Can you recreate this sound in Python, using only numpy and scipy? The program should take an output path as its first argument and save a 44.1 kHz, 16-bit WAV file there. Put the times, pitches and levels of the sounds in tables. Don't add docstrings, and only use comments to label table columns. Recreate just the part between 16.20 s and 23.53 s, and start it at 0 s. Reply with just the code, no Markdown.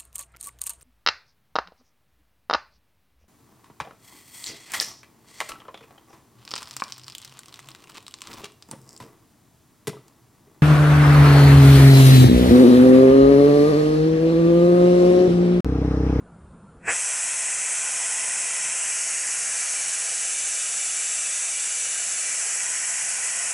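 import sys
import numpy as np
from scipy import signal
from scipy.io import wavfile
from scipy.ndimage import uniform_filter1d

SR = 44100
rng = np.random.default_rng(int(sys.argv[2]) if len(sys.argv) > 2 else 0)


def natural_amplitude(level_db):
    exponent = np.asarray(level_db, float) / 20
    return 10 ** exponent


def wrap_up_sound(samples):
    columns = np.atleast_2d(samples).T
    tamed = np.clip(columns, -1, 1)
    steps = np.round(tamed * 32767).astype(np.int16)
    wavfile.write(sys.argv[1], SR, steps)


N = 323253
SIZE, HOP = 2048, 512
HZ = np.fft.rfftfreq(SIZE, 1 / SR)[:, None]
TIMES = np.arange(N // HOP + 5) * HOP / SR


def ejector():
    height = height_at(TIMES)
    moved = step(TIMES, 4.3, .3)
    colour_db = jet_db(height, moved) + cavities_db(height)
    colour_db += .6 * patches(bins=20, frames=30)
    colour_db += .5 * patches(bins=400, frames=2)
    place = height + .5 * moved + hand_tremor()
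    colour = natural_amplitude(colour_db) * echoes(place, first_db=-14, t60=.4, travel_s=.0002, count=40)
    nozzle = 1 / (1 + (3300 / (HZ + 1)) ** 12)
    out = 0
    for share, level_db in zip((nozzle, 1 - nozzle), flow_db(np.arange(N) / SR)):
        gain = colour * np.sqrt(share)
        gain = gain / np.sqrt(np.mean(gain ** 2, axis=0))
        out = out + natural_amplitude(level_db) * evened(turbulence(gain))
    return out


# [full flow t/s, rise/dB per s, easing t/s]
HISS_VALVE = (0.695, 680, 0.014)
ROAR_VALVE = (0.68, 500, .002)


def flow_db(t):
    height = height_at(t)
    end_db = -210 * np.maximum(t - 7.31, 0)
    surge_db = 4 * np.exp(-np.maximum(t - HISS_VALVE[0], 0) / .04)
    hiss_db = -26.5 + .02 * height + surge_db + valve_db(t, *HISS_VALVE)
    puff_db = 13.5 * first_rush(t)
    snap_db = -7 * (1 - step(t, .679, .001))
    roar_db = -35.5 - 2.5 * height + puff_db + snap_db + valve_db(t, *ROAR_VALVE)
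    return hiss_db + end_db, roar_db + end_db


def valve_db(t, full_s, db_per_s, ease_s):
    return -db_per_s * ease_s * np.logaddexp(0, (full_s - t) / ease_s)


def first_rush(t):
    return 1 - step(t, .729, .013)


# [t/s, height/0-1]
HEIGHT = [(0, 0.12), (2.4, 0), (2.8, 0.35), (3.3, 0.58), (3.8, 0.75), (4.3, 0.87), (5.2, 0.82), (5.7, 0.93),
          (6.1, 0.68), (6.45, 0.16), (7.33, 0.03)]


def height_at(t):
    return np.interp(t, *np.transpose(HEIGHT))


# [f/Hz, level/dB per Hz]
JET_DOWN = [(18, -69), (30, -58), (153, -28.5), (284, -25), (658, -13.5), (1000, -13), (1160, -14.5),
            (1450, -6), (1680, -11), (1950, -1), (2560, -7.5), (3990, -19.5), (6080, -7), (8180, -4),
            (11000, -8), (14300, -54), (22000, -120)]
# [f/Hz, level/dB per Hz]
JET_UP = [(18, -69), (30, -59), (157, -41), (277, -30), (466, -19.5), (675, -16), (1080, -20.5),
          (1280, -12), (2620, -5.5), (3200, -10.5), (5110, -13), (5930, -4.5), (7590, -2), (10200, -7.5),
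          (11000, -6), (14300, -46), (22000, -120)]
# [f/Hz, level/dB per Hz]
JET_PUFF = [(60, -45), (200, -9.5), (550, -7), (1150, -6.5), (1500, -1.5), (1950, 4.5), (2550, -4),
            (2850, -22), (3900, -41), (6860, -28.5), (7720, -21), (11000, -37), (22000, -60)]


def jet_db(height, moved):
    jet = (1 - height) * read(JET_DOWN, HZ) + height * read(JET_UP, HZ) + table_echo_db(height, moved)
    rush = first_rush(TIMES)
    return (1 - rush) * jet + rush * read(JET_PUFF, HZ)


# [first spot f/Hz, second spot f/Hz, lifted f/Hz, width f/Hz, constant level/dB]
TABLE_ECHO = [(4600, 4300, 2760, 960, -2.5), (8050, 7900, 7100, 630, 1.5), (10000, 9300, 9100, 740, 0)]
# [going up height/0-1, coming down height/0-1, reach/0-1, going up extra level/dB, coming down extra level/dB]
ECHO_FOCUS = [(.35, 0.23, 0.38, -4.5, -2.5), (0.51, 0.93, 0.19, -4, 0), (0.33, 0.28, 0.29, -3, -3.5)]


def table_echo_db(height, moved):
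    total_db = 0
    for band, focus in zip(TABLE_ECHO, ECHO_FOCUS):
        first_hz, second_hz, up_hz, width, db = band
        rising, sinking, reach, rising_db, sinking_db = focus
        critical = rising + moved * (sinking - rising)
        extra_db = rising_db + moved * (sinking_db - rising_db)
        depth_db = db + extra_db * np.exp(-((height - critical) / reach) ** 2)
        down_hz = first_hz + moved * (second_hz - first_hz)
        centre_hz = down_hz + height * (up_hz - down_hz)
        total_db = total_db + depth_db * np.exp(-((HZ - centre_hz) / width) ** 2)
    return total_db


# [f/Hz, width f/Hz, lift when down level/dB, lift when up level/dB]
CAVITIES = [(660, 140, 2.4, 2.1), (1018, 61, 6, 4.5), (1180, 64, -5, -3), (1506, 60, 3, -4.5),
            (1595, 16, 0, 6), (1990, 50, -0.5, 8), (1980, 78, -0.5, -6), (2136, 80, -8.5, -2.5),
            (2337, 50, 1.5, 6.5), (2504, 72, 4, -3.5), (2597, 23, 11, 9), (2910, 90, 1, 7),
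            (3570, 59, -6, 1.5), (4070, 140, 2.5, -7), (5440, 47, 6.5, 6), (5980, 52, 5.5, 5.5),
            (6150, 54, 2, 2.5), (6850, 120, 2.5, 1), (7420, 86, 2.5, 7), (7770, 100, 4.5, 7),
            (7940, 59, 1.5, 8), (8500, 160, 2.5, 5), (9310, 66, 6, 4), (9670, 340, -5.5, 0.5),
            (10330, 220, 2, 5.5)]


def cavities_db(height):
    total_db = 0
    for hz, width, down_db, up_db in CAVITIES:
        lift_db = down_db + height * (up_db - down_db)
        total_db = total_db + lift_db / (1 + ((HZ - hz) / (width / 2)) ** 2)
    return total_db


def hand_tremor():
    return .07 * sum(np.sin(2 * np.pi * (hz * TIMES + rng.random())) for hz in (.23, .41, .77, 1.3))


def echoes(height, first_db, t60, travel_s, count):
    place, lean = rng.random((count, 2)).T
    delays = .008 + .03 * place
    slopes = travel_s * (2 * lean - 1)
    coarse = height[::4]
    paths = np.ones((len(HZ), len(coarse)), complex)
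    for delay, slope in zip(delays, slopes):
        turn = np.exp(-2j * np.pi * HZ * (delay + slope * coarse))
        paths += natural_amplitude(first_db - 60 * delay / t60) * turn
    return evened(np.repeat(abs(paths), 4, axis=1)[:, :len(TIMES)])


# [f/Hz, level/dB per Hz]
SHOP = [(15, -40), (30, -9.5), (75, -12), (100, -10.5), (190, -4), (290, -16), (545, -18), (760, -23),
        (1400, -23), (1850, -37.5), (5970, -51), (9200, -43), (11000, -49), (22000, -60)]


def rumble():
    hum = evened(turbulence(natural_amplitude(read(SHOP, HZ) + 2.1 * patches(bins=6, frames=4))))
    return natural_amplitude(-49 - 16 * step(np.arange(N) / SR, .75, .015)) * hum


# [t/s, peak level/dB, f/Hz, length t/s]
THUDS = [
    (.13, -46, 166, 0.054),
    (.24, -46, 73.8, .07),
    (.315, -46, 71.6, .05),
    (.49, -56, 1360, .04),
]


def bumps():
    t = np.arange(N) / SR
    out = 0
    for s, db, hz, length in THUDS:
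        out = out + natural_amplitude(db) * np.exp(-(2 * (t - s) / length) ** 2) * np.sin(2 * np.pi * hz * t)
    return out


# [f/Hz, rms level/dB]
WHINES = [(7197, -81), (8000, -93), (9001, -77), (9469, -91), (10002, -92)]


def whines():
    t = np.arange(N) / SR
    return sum(natural_amplitude(db) * np.sqrt(2) * np.sin(2 * np.pi * hz * t) for hz, db in WHINES)


def turbulence(gain):
    a, b = rng.standard_normal((len(TIMES), len(HZ), 2)).T
    return signal.istft(gain * (a + 1j * b), nperseg=SIZE, noverlap=SIZE - HOP)[1][:N]


def patches(bins, frames):
    field = rng.standard_normal((len(TIMES), len(HZ))).T
    field = uniform_filter1d(field, bins, axis=0)
    return evened(uniform_filter1d(field, frames, axis=1))


def evened(x):
    return x / np.sqrt(np.mean(abs(x) ** 2) + 1e-20)


def read(points, hz):
    f, value = np.transpose(points)
    return np.interp(np.log(hz + 1), np.log(f + 1), value)


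def step(t, s, takes_s):
    return .5 + .5 * np.tanh((t - s) / (2 * takes_s))


def scene():
    return np.tile(ejector() + rumble() + bumps() + whines(), (2, 1))


# [t/s, low f/Hz, high f/Hz, size against the middle]
SPLITS = [
    (.39, 10300, 11000, 1.5),
    (2.625, 6800, 8960, 1.5),
    (4.25, 6240, 7700, 1.7),
    (5.31, 9500, 11000, 1.9),
    (6.891, 4200, 5170, 1.5),
]


def stray_side(mid):
    size = abs(signal.stft(mid, nperseg=SIZE, noverlap=SIZE - HOP)[2])
    smooth = uniform_filter1d(size, 18, axis=0)
    smooth = np.pad(smooth, ((0, 0), (0, len(TIMES) - size.shape[1])))
    mask = 0
    for s, low_hz, high_hz, share in SPLITS:
        moment = abs(TIMES - s) <= HOP / SR / 2
        mask = mask + share * moment * (HZ > low_hz) * (HZ < high_hz)
    return turbulence(mask * smooth)


def low_pass(x):
    return signal.sosfilt(signal.butter(12, 12260, fs=SR, output="sos"), x)


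def record(dry):
    lowpass = signal.firwin(2047, 11010, window=("kaiser", 9), fs=SR)
    mid = signal.oaconvolve(dry[0], lowpass, "same")
    side = stray_side(mid)
    return low_pass(np.array([mid + side, mid - side]))


dry = scene()
out = record(dry)
wrap_up_sound(out)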